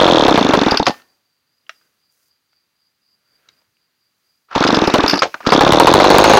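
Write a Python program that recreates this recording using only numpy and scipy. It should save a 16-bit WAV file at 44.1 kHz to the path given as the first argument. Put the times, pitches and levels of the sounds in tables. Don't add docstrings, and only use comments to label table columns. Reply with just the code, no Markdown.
import sys
import numpy as np
from scipy import signal
from scipy.fft import rfft, irfft, next_fast_len
from scipy.io import wavfile
from scipy.ndimage import uniform_filter1d, map_coordinates

SR = 44100
rng = np.random.default_rng(int(sys.argv[2]) if len(sys.argv) > 2 else 0)


def voltage_ratio(level):
    return 10 ** (np.asarray(level, float) / 20)


def generate_wav(sig):
    pcm = np.round(np.clip(np.atleast_2d(sig).T, -1, 1) * 32767).astype(np.int16)
    wavfile.write(sys.argv[1], SR, pcm)


N = 281799


def unit(x):
    return x / np.sqrt(np.mean(x ** 2) + 1e-20)


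def along(points, hz):
    f, v = np.transpose(points)
    return np.interp(np.log(hz + 1), np.log(f + 1), v)


def curves(rows):
    s, *cols = np.transpose(rows)
    return [voltage_ratio(np.interp(np.arange(N) / SR, s, c, -120, -120)) for c in cols]


def filtered(x, response):
    m = next_fast_len(x.shape[-1] + min(8192, x.shape[-1]))
    return irfft(rfft(x, m) * response(np.fft.rfftfreq(m, 1 / SR)), m)[..., :x.shape[-1]]


def noise(spectrum, shape=N):
    return unit(filtered(rng.standard_normal(shape), lambda hz: voltage_ratio(along(spectrum, hz))))


def wobble(rate):
    return map_coordinates(rng.standard_normal(int(N * rate / SR) + 4), [np.arange(N) * rate / SR])


def wander(shape, loose):
    return loose * np.cumsum(uniform_filter1d(rng.standard_normal(shape), size=24), axis=-1)


def fade(t, t60):
    return (t >= 0) * voltage_ratio(-60 * np.abs(t) / t60)


def bump(t, width):
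    return np.exp(-(t / width) ** 2)


def swells(centres, halves, db, order):
    t = np.arange(N) / SR
    bells = [voltage_ratio(2 * d) * np.exp(-np.abs((t - c) / h) ** order) for c, h, d in np.broadcast(centres, halves, db)]
    return np.sqrt(sum(bells))


def placed(starts, rows):
    at = np.round(np.asarray(starts) * SR).astype(int)[:, None] + np.arange(rows.shape[1])
    ok = (at >= 0) & (at < N)
    return np.bincount(at[ok], rows[ok], N)


def glide(t, end_hz, extra_hz, tau):
    return 2 * np.pi * (end_hz * t + extra_hz * tau * (1 - np.exp(-np.abs(t) / tau)) * np.sign(t))


# port opens t/s, burn [0-1], turns until the next row (0 = at rest)
BURNS = [(-.0068, 0, 1), (.0138, .42, 3), (.079, .44, 8), (.2829, .49, 2), (.3446, 0, 1), (.3772, .56, 1),
         (.4128, 0, 2), (.4921, 0, 1), (.5366, .59, 1), (.5752, 0, 3), (.7206, 0, 1), (.7996, 0, 1),
         (.93, 0, 0), (4.5612, .26, 3), (4.6903, 0, 4), (4.8759, .27, 1), (4.9408, .74, 2), (5.0388, 0, 1),
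         (5.1345, 0, 1), (5.3, 0, 0), (5.4708, .28, 1), (5.5223, .57, 3), (5.6096, .76, 2),
         (5.6658, .44, 2), (5.7231, .82, 3), (5.8001, .94, 3), (5.872, .83, 3), (5.9401, .92, 3),
         (6.0014, .62, 2), (6.0431, .75, 3), (6.1038, .83, 2), (6.1438, .55, 2), (6.1848, 1, 3),
         (6.2421, .95, 3), (6.2982, .78, 2), (6.3358, .79, 2), (6.3732, .76, 1), (6.392, 0, 0)]
# from t/s, speed squared lost each turn/Hz^2 (negative while the cord pulls),
# pressure behind the port level/dB, extra speed away from the squeeze f/Hz
LOADS = [
    (-1, 125, 1.5, 9),
    (.6, 125, 1.5, 11.2),
    (4.5, -106, .5, 4.5),
    (4.68, 113, 1.5, 8),
    (4.87, 113, 1.5, 4),
    (4.93, 113, 1.5, 10),
    (5.03, 113, 1.5, 13),
    (5.13, 113, 1.5, 6.4),
    (5.4, 55, 2, 1),
]
CHARGE_DB_PER_OCTAVE, CHARGE_HZ = 1.4, 33
OPEN_SHARE = .39


def turns():
    rows = []
    for (s, burn, count), (end, *_) in zip(BURNS, BURNS[1:]):
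        _, loss, charge_db, free_hz = [load for load in LOADS if load[0] <= s][-1]
        trial = np.maximum(np.arange(1, 4000.)[:, None] - loss * np.arange(count), 1)
        squared = trial[np.argmin(np.abs(np.sum(trial ** -.5, axis=1) - (end - s)))]
        starts = s + np.cumsum(squared ** -.5) - squared ** -.5
        speed_hz = np.sqrt(squared + free_hz ** 2)
        open_ms = 1000 * OPEN_SHARE / speed_hz
        charge_db = charge_db + CHARGE_DB_PER_OCTAVE * np.log2(speed_hz / CHARGE_HZ)
        rows += zip(starts, open_ms, burn * (np.arange(count) == 0), charge_db)
    return np.transpose(rows)[:, :, None]


# f/Hz, signed size, t60/s
CYLINDER = [(518, 3.3, .011), (854, -4, .005), (872, .9, .022)]
POP_DB, HOLLOW_DB = 10, -8.5
SUCK_DB, SPIKE_DB, MUFFLED = -6, -4.5, .75


def cold_cylinder(t, u, pace, slow):
    v = np.maximum((t - .0011) / np.where(t < .0011, slow ** 2, .97) + .0025, 0)
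    ring = 0
    for hz, size, t60 in CYLINDER:
        decay = fade(v, t60 * slow ** (3 * (t60 > .02)))
        ring = ring + size * np.sin(2 * np.pi * hz * v) * decay / slow ** (3 * (t60 < .02))
    pop = np.maximum(slow - .97, 0) * np.cos(2 * np.pi * 750 * (t - .0009)) * bump(t - .0011, .0007)
    hollow = np.cos(2 * np.pi * 315 / slow ** .4 * (t - .0012 - .009 * (slow - .97))) * fade(v, .13)
    middling = np.clip((pace - 1.02) / .05, 0, 1) * np.clip((1.16 - pace) / .03, 0, 1)
    suck = bump(t + .0005, .0007) - .6 * bump(t + .0018, .0003) + .7 * bump(t - .002, .0005)
    gulp = voltage_ratio(SPIKE_DB) * bump(t - .001, .00035) - voltage_ratio(SUCK_DB) * suck
    cold = (1 - MUFFLED * middling) * ring + voltage_ratio(HOLLOW_DB + 2.5 * middling) * hollow + voltage_ratio(POP_DB) * pop
    return cold * (1 - np.exp(-v / .0016)) * np.clip(-u / .001, 0, 1) + middling * gulp


WHISTLE_DB = -8
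WARMING_HZ_PER_S, WARMING_DB_PER_S = 705.5, 17.5


def slit_whistle(t, u, s, pace, slow, hot, luck):
    late = .002 + .008 * np.maximum(pace - 1, 0)
    warm_s = np.maximum(s - 5.6, 0)
    flutter = 1 + .12 * noise([(600, 0), (1500, -6), (4000, -30)], u.shape)
    crack = np.sin(glide(t + .003, 3400, 2500, .0007)) * voltage_ratio(-14.5) * bump(t + .0012, .0013)
    pitch_hz = 4350 + 30 * luck[4] + WARMING_HZ_PER_S * warm_s
    whistle = np.sin(glide(u - .001, pitch_hz, -1300, 0.0043) + .6 * luck[2])
    whistle = whistle * voltage_ratio(WHISTLE_DB + luck[3] / 2 - WARMING_DB_PER_S * warm_s)
    whistle = whistle * bump(u - late, np.where(u < late, .0011, .0021)) * np.minimum((1.0 / slow) ** 6, 1)
    return flutter * ((1 - 0.43 * hot) * crack + (1 - .5 * hot) * whistle)


BLAST_DB = 14.5
AFTER_DB, AFTER_T60 = 2, .06


def burning_gas(t, u, burn, pace, luck, passage):
    note_hz = (440 + 500 * burn + 30 * luck[4]) * np.clip(1 - 9 * (pace - 1.055), .55, 1)
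    blast = np.sin(glide(t + .0017, note_hz, 2300, .0006)) * voltage_ratio(9 * (1 - burn))
    blast = blast * fade(t + .0017, .014 + .018 * burn) * np.clip((t + .0017) / .003, 0, 1) ** 1.5
    roar = noise([(150, -19.5), (500, 1.5), (800, -7.5), (1050, -2.0), (1500, -13.5), (4000, -21.5),
                  (8000, -39.0), (15000, -40.0)], u.shape)
    shock = noise([(1500, -22.5), (4000, -1.0), (7000, -1.5), (11000, -3.0), (16000, -3.0)], u.shape)
    after = np.sin(2 * np.pi * np.maximum(note_hz, 560) * u + wander(u.shape, 0.1)) * fade(u - .003, AFTER_T60)
    flame = voltage_ratio(BLAST_DB) * blast + roar * voltage_ratio(8.5) * fade(t + .0008, 0.069)
    flame = flame + burn ** 4 * voltage_ratio(5) * fade(t + 0.0013, 0.015) * shock
    return flame + voltage_ratio(AFTER_DB) * after + passage * voltage_ratio(-9.5) * fade(t - .004, 0.028)


SNAP_DB = -1.5
HEAVE_DB, HEAVE_HZ = -12.5, 100


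def engine():
    s, open_ms, burn, charge_db = turns()
    luck = rng.standard_normal((6, len(s), 1))
    lead = .006
    t = np.arange(round(.06 * SR)) / SR - lead
    u = t - open_ms / 1000
    hot = np.clip((burn - .2) / .3, 0, 1)
    ajar = np.clip((t + .001) / .002, 0, 1) * np.clip(-u / .001, 0, 1)
    pace = (open_ms / 9) ** .16
    slow = pace * (1 + .007 * luck[0])
    snap = -np.cos(2 * np.pi * 800 * u) * bump(u, np.where(u < 0, .001, .0004))
    snap = snap * np.minimum((1.15 / slow) ** 6, 1) * voltage_ratio(luck[1] / 2 + SNAP_DB)
    shove = voltage_ratio(-7.5) * slow * np.sin(2 * np.pi * 190 * t) * fade(t, 0.022)
    heave = np.clip((pace - 1.05) / .06, 0, 1) * np.sin(2 * np.pi * HEAVE_HZ * t) * fade(t, 0.023)
    swirl = noise([(100, -18.5), (200, 5), (300, -2.0), (450, -23.0), (900, -10.5), (1300, -11.0),
                   (2000, -15.0), (5000, -49.5)], u.shape)
    turn = (1 - hot) * cold_cylinder(t, u, pace, slow) + snap + shove + voltage_ratio(HEAVE_DB) * heave
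    turn = turn + slit_whistle(t, u, s, pace, slow, hot, luck)
    passage = noise([(3200, -29.5), (3800, -9.0), (4050, 5.0), (4400, 4.0), (5200, -50.5)], u.shape)
    hiss = noise([(800, -10), (2000, -4), (4000, 0), (6500, -4), (8000, -26), (15000, -40)], u.shape)
    turn = turn + swirl * voltage_ratio(-22) * slow ** 3 * ajar * fade(t + .001, .12)
    turn = turn + passage * voltage_ratio(-21.5) * fade(u - .002, 0.023)
    turn = turn + hiss * (voltage_ratio(-19.5) * fade(u, 0.018) + (1 - hot) * voltage_ratio(-17.5) * fade(t + 0.0037, 0.017))
    flame = burning_gas(t, u, burn, pace, luck, passage)
    turn = voltage_ratio(charge_db) * turn + hot * voltage_ratio(10 * burn - 16.0 + luck[5]) * flame
    return placed(s[:, 0] - lead, turn)


SHELTER_DB = -3
SETTLE_DB_PER_S, SETTLE_S = 330, .035


def shut():
    s, open_ms, *_ = turns()[:, :, 0]
    t = np.arange(N) / SR
    last = np.maximum(np.searchsorted(s, t) - 1, 0)
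    since = t - s[last] - open_ms[last] / 1000
    db = np.where(since < 0, SHELTER_DB, -SETTLE_DB_PER_S * np.minimum(since, SETTLE_S))
    return uniform_filter1d(voltage_ratio(db), size=80)


# t/s, level/dB
CORD = [(4.48, -60.5), (4.5, -37), (4.513, -32), (4.518, -25.5), (4.545, -20), (4.56, -18), (4.62, -12),
        (4.66, -16.5)]
# t/s, level/dB
DRUM = [(5.9, -52), (6.15, -40), (6.27, -30), (6.39, -29)]


def starter():
    catching = voltage_ratio(3 * wobble(150))
    scrape = noise([(200, -22.5), (500, -10.5), (1300, -0.5), (1900, -11.0), (3000, -14.5), (5900, -24.0),
                    (7500, -44.5)])
    cord = shut() * curves(CORD)[0] * unit(catching * scrape)
    drum = noise([(5800, -41.0), (6350, -11.0), (6500, -2), (6650, -13.0), (7500, -42.5), (8900, -41.5),
                  (9150, -11.5), (9400, -40)])
    return cord + curves(DRUM)[0] * voltage_ratio(4 * wobble(60)) * drum


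# start t/s, stop t/s, rattle level/dB, rumble level/dB
MOTIONS = [
    (-.1, 0.758, -28.5, -15),
    (4.678, 5.138, -27, -14.5),
    (5.27, 5.44, -57, -71),
    (5.5, 6.5, -28.5, -15),
]
RISE_DB_PER_S, FALL_DB_PER_S = 344, 209.5


def moving():
    t = np.arange(N) / SR
    return np.array([voltage_ratio(-RISE_DB_PER_S * np.maximum(start - t, 0) - FALL_DB_PER_S * np.maximum(t - stop, 0))
                     for start, stop, *_ in MOTIONS])


# f/Hz, level/dB per Hz
RUMBLE = [(60, -36), (150, -9.5), (330, 5), (600, -6.5), (1200, -1.5), (1700, -5.5), (2400, -34),
          (3500, -51)]
# f/Hz, level/dB per Hz
RATTLE = [(1180, -22.5), (2000, -1.5), (2300, -1), (2790, -1), (3610, -16.5), (4590, -9.5), (5720, -11),
          (9000, -38), (11700, -77.5), (19800, -120)]
DRUM_RATTLE_DB = 3.5


def spinning():
    rattle, rumble = voltage_ratio(np.transpose(MOTIONS)[2:]) @ moving()
    rattle = rattle + voltage_ratio(DRUM_RATTLE_DB) * curves(DRUM)[0]
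    lumpy, uneven = voltage_ratio(2 * wobble(90)), voltage_ratio(3.5 * wobble(160))
    return shut() * rumble * unit(lumpy * noise(RUMBLE)) + rattle * unit(uneven * noise(RATTLE))


# t/s, peak level/dB, f/Hz, t60/s, brightness level/dB
KNOCKS = [(.866, -4, 1173, 0.054, -2.5), (.872, -2.5, 666.5, 0.066, -21.5), (0.879, 1, 428, 0.016, -11),
          (.895, -1.5, 420, 0.022, -16), (.905, -11, 870, 0.038, -13), (.941, -29, 1300, 0.023, -11),
          (0.998, -40, 1300, 0.027, -4), (1.019, -39, 1300, 0.015, -2.5), (1.666, -45, 3110, 0.02, -11),
          (1.812, -54, 1430, 0.045, -9), (2.53, -54, 1500, .02, -2.5), (3.4885, -41.5, 1580, 0.0084, 13.5),
          (3.487, -39, 3970, 0.023, -7), (3.494, -56, 1450, .05, -4), (3.616, -61, 894, 0.018, -2),
          (3.619, -54, 560, 0.022, -7), (3.768, -53, 2800, 0.014, -9.5), (4.487, -46, 1376, 0.032, -19.5),
          (4.511, -26.5, 1300, 0.2, -21), (4.551, -8, 945, 0.093, -10.5), (4.639, 0.5, 1200, 0.022, -8),
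          (4.677, -6, 1300, .02, -4.5), (5.139, -3.5, 1151, 0.019, -18), (5.528, -13, 3180, .09, -25),
          (5.22, 0, 1238, 0.054, -9.5), (5.23, -6, 590.4, 0.077, -6.5), (5.254, -9.5, 813, 0.035, -45),
          (5.266, -23, 563, 0.079, -35), (5.342, -10, 1240, 0.027, -13), (5.344, -27, 697, 0.086, -26),
          (5.404, -23.5, 1220, 0.058, -16), (5.429, -30, 1440, 0.042, -16), (5.451, -19, 1240, 0.056, -16),
          (5.464, -6, 1300, 0.042, -12)]


def knocks():
    s, db, hz, t60, bright_db = np.transpose(KNOCKS)[:, :, None]
    t = np.arange(SR // 8) / SR
    drift = wander((len(s), len(t)), .2)
    puff = noise([(800, -10.5), (2000, 1.5), (5000, -4.5), (7000, -12.5), (12000, -53.5)], drift.shape)
    rows = np.sin(2 * np.pi * hz * t + drift) + voltage_ratio(bright_db) * puff
    rows = rows * fade(t, t60) * (1 - np.exp(-t / 0.000638))
    return placed(s[:, 0], voltage_ratio(db) * rows)


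def struck(events, modes, scatter_db, crack_db, attack, loose):
    t = np.arange(SR // 4) / SR
    puff = [(250, -70.5), (550, -18.5), (1000, -4.0), (3000, -4.0), (6000, -8.0), (9000, -26)]
    rows = []
    for _, db in events:
        blow = 0
        for hz, level, t60 in modes:
            strength = voltage_ratio(level + rng.normal(0, scatter_db))
            phase = rng.uniform(0, 2 * np.pi) + wander(len(t), loose)
            blow = blow + strength * fade(t, t60) * np.sin(2 * np.pi * hz * t + phase)
        blow = blow + voltage_ratio(crack_db) * fade(t, 0.033) * noise(puff, len(t))
        rows.append(voltage_ratio(db) * (1 - np.exp(-t / attack)) * blow)
    return placed([s for s, _ in events], np.array(rows))


# t/s, peak level/dB
PAWLS = [(0.7098, -6.5), (0.7719, -3), (0.8565, -18), (0.8824, -9), (4.8733, -8.5), (5.0792, -3.5),
         (5.096, -1), (5.1094, -8), (5.1234, -20), (5.1394, -12.5), (5.1553, -11.5), (5.1713, -14.5),
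         (5.191, -9)]
# t/s, peak level/dB
GRAZES = [(4.589, -17.5), (4.6405, -15), (4.6733, -3.5), (4.7441, -6), (4.7536, -10), (5.471, -5.5),
          (5.5029, -12), (5.5304, -3.5), (5.5358, -7)]
# f/Hz, level/dB, t60/s
CUP = [(5010, -1.5, 0.039), (4585, 1, 0.018), (5340, -11, 0.042), (3635, 2.5, 0.0077), (2735, -9.5, 0.034),
       (1300, -6.5, 0.037), (5900, -14, 0.018), (11000, -23, 0.036), (11800, -25, 0.055)]
# t/s, peak level/dB
SWITCH = (1.6935, -14)
# f/Hz, level/dB, t60/s
LEVER = [(672, -5, .045), (1300, -1, 0.021), (1460, -10.5, 0.028), (1700, -4.5, 0.025), (1850, -1, 0.02),
         (2350, 2, 0.0097), (2760, 7.5, 0.0095), (3070, -9, .023), (3350, -14, .03), (3900, -18, 0.023),
         (4350, -19, 0.032), (5574, 2, 0.0061)]


def small_parts():
    parts = struck(PAWLS, CUP, scatter_db=4.5, crack_db=-12.5, attack=0.0012, loose=.18)
    parts = parts + struck(GRAZES, CUP[:7], scatter_db=4, crack_db=-6, attack=.002, loose=.2) * voltage_ratio(-3)
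    click = struck([SWITCH], LEVER, scatter_db=1.5, crack_db=-7.5, attack=0.00056, loose=0.055)
    return parts + click * voltage_ratio(-8.0)


# f/Hz, level/dB, t60/s
BAR = [(1803, 0, .32), (2640, -14, .3)]


def steel_bar():
    return struck([(.87, -31)], BAR, scatter_db=0, crack_db=-40, attack=.002, loose=.01)


# f/Hz, t60/s
TREES = [(200, .13), (1500, 0.12), (6000, 0.21)]
FAR_DB, FAR_T60 = -29.5, 0.77


def trees(x):
    hz, t, z = signal.stft(rng.standard_normal(SR), SR, nperseg=256)
    decay = voltage_ratio(-60 * t / along(TREES, hz)[:, None]) + voltage_ratio(FAR_DB - 60 * t / FAR_T60)
    tail = signal.istft(z * decay, SR, nperseg=256)[1]
    return signal.fftconvolve(np.pad(x, (300, 0)), tail / np.linalg.norm(tail))[:N]


# centre t/s, half length t/s, level/dB
SCRAPES = [(3.307, .05, -77), (3.487, 0.031, -67)]
# centre t/s, half length t/s, level/dB
THUDS = [(3.16, .06, -83), (3.296, .03, -81), (3.52, 0.047, -76.5), (3.669, 0.039, -78)]


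def fingers():
    scrape = noise([(1100, -42), (1330, -8.0), (1420, -7.0), (1550, -7.0), (1900, -40)]) * voltage_ratio(2.3 * wobble(76))
    thud = noise([(40, -31), (80, -2.5), (130, -7), (220, -8.5), (400, -38.0)])
    return swells(*np.transpose(SCRAPES), order=2) * scrape + swells(*np.transpose(THUDS), order=2) * thud


# centre t/s, half length t/s, rustle level/dB, hiss level/dB
HANDS = [(0.943, 0.045, -48.5, -54.5), (1.003, 0.1, -69.5, -70), (1.806, 0.13, -70, -82),
         (2.217, 0.083, -77, -84), (3.418, 0.14, -69, -82), (3.537, 0.101, -69.5, -80),
         (4.301, 0.13, -81.5, -81), (5.351, 0.16, -64, -68)]
# f/Hz, level/dB per Hz
SLEEVES = [(30, -21.5), (150, -4.5), (500, -2), (900, -9), (1450, -2), (2500, -7), (4500, -14),
           (6500, -41.5)]
# f/Hz, level/dB per Hz
LEAVES = [(30, -21.5), (100, -5), (250, -8), (700, -13.5), (1400, -8.5), (3500, -12.5), (4300, -9),
          (6500, -32)]
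LEAVES_DB = -73


def rustle():
    centre, half, low_db, _ = np.transpose(HANDS)
    leaves = voltage_ratio(LEAVES_DB + 0.5 * wobble(7.5)) * noise(LEAVES)
    sleeves = unit(voltage_ratio(1.3 * wobble(90)) * noise(SLEEVES))
    return leaves + swells(centre, half, low_db, order=2) * sleeves


# centre t/s, level/dB
CHIRPS = [(1.1, -67), (1.32, -76.5), (1.56, -73), (1.79, -66.5), (2.07, -68.5), (2.3, -68), (2.57, -68.5),
          (2.85, -69), (3.1, -63.5), (3.33, -65), (3.56, -66), (3.82, -75), (4.05, -73), (4.31, -69)]
CHIRP_HALF_S, CHIRP_GAP_DB = 0.046, -80.5
# t/s, peak level/dB
TICKS = [(2.1245, -46.5), (2.1766, -48), (2.2302, -49), (2.2839, -46.5)]


def insects():
    low = noise([(4300, -41), (4580, -6.5), (4720, -4), (4850, -11.5), (5100, -40.0)])
    high = noise([(4450, -42.5), (4720, -8.0), (4850, -1.5), (5000, -11.0), (5200, -40.5)])
    chorus = low * voltage_ratio(4.6 * wobble(5)) + high * voltage_ratio(4 * wobble(4.2))
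    steady = chorus / np.sqrt(np.abs(uniform_filter1d(chorus ** 2, size=4000)))
    centre, db = np.transpose(CHIRPS)
    pulse = voltage_ratio(CHIRP_GAP_DB) + swells(centre, CHIRP_HALF_S, db, order=2)
    buzz = pulse * unit(voltage_ratio(2.005 * wobble(80)) * steady)
    s, db = np.transpose(TICKS)[:, :, None]
    tick = filtered(placed(s[:, 0], voltage_ratio(db + 8.0)), lambda hz: (1j * hz / (1j * hz + 5000)) ** 2)
    return buzz + tick


# f/Hz, level/dB per Hz
AIR = [(4000, -7), (6000, 2.5), (8000, -4), (12000, -2), (15500, -1.5)]
# centre t/s, half length t/s, level/dB
SIZZLE = (2.203, .09, -72.5)
# t/s, t60/s, level/dB
BRUSH = (1.693, 0.68, -66.5)
AIR_DB, STIRRED_AIR_DB = -75.5, -61


def high_air():
    centre, half, _, high_db = np.transpose(HANDS)
    air = voltage_ratio(AIR_DB) + swells(centre, half, high_db, order=2) + voltage_ratio(STIRRED_AIR_DB) * moving().max(axis=0)
    brush_s, brush_t60, brush_db = BRUSH
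    air = air + swells(*SIZZLE, order=12) + voltage_ratio(brush_db) * fade(np.arange(N) / SR - brush_s, brush_t60)
    return air * noise([(2500, -61.0)] + list(AIR))


def scene():
    small = filtered(small_parts(), lambda hz: (1j * hz / (1j * hz + 350)) ** 4)
    saw = engine() + filtered(knocks(), lambda hz: 1j * hz / (1j * hz + 150)) + small
    bar = steel_bar()
    near = saw + voltage_ratio(-15.0) * trees(saw) + spinning() + starter() + bar
    heard = filtered(near, lambda hz: (1 + (hz / 8000) ** 4) ** -.5)
    return (heard + high_air() + rustle() + insects() + fingers())[None]


# t/s, length t/s
STUCK = [(5.726, .007), (5.943, .006), (6.1875, .003)]


def overloaded(x):
    t = np.arange(N) / SR
    for s, length in STUCK:
        ring = voltage_ratio(-15) * fade(t - s, .025) * np.sin(2 * np.pi * 4000 * (t - s))
        sag = -voltage_ratio(-4) * np.sin(glide(t - s, 40, 200, .002)) * fade(t - s, .03)
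        x = np.where((t >= s) & (t < s + length), ring + sag, x)
    return x


def low_pass(x):
    return signal.sosfilt(signal.butter(12, 16500, fs=SR, output="sos"), x)


def record(dry):
    x = overloaded(dry)
    x = x / (1 + np.abs(x / .97) ** 8) ** (1 / 8)
    x = filtered(x, lambda hz: 1j * hz / (1j * hz + 40) * np.where(hz < 15900, 1, .2))
    return low_pass(np.clip(x, -1, 1))


dry = scene()
out = record(dry)
generate_wav(out)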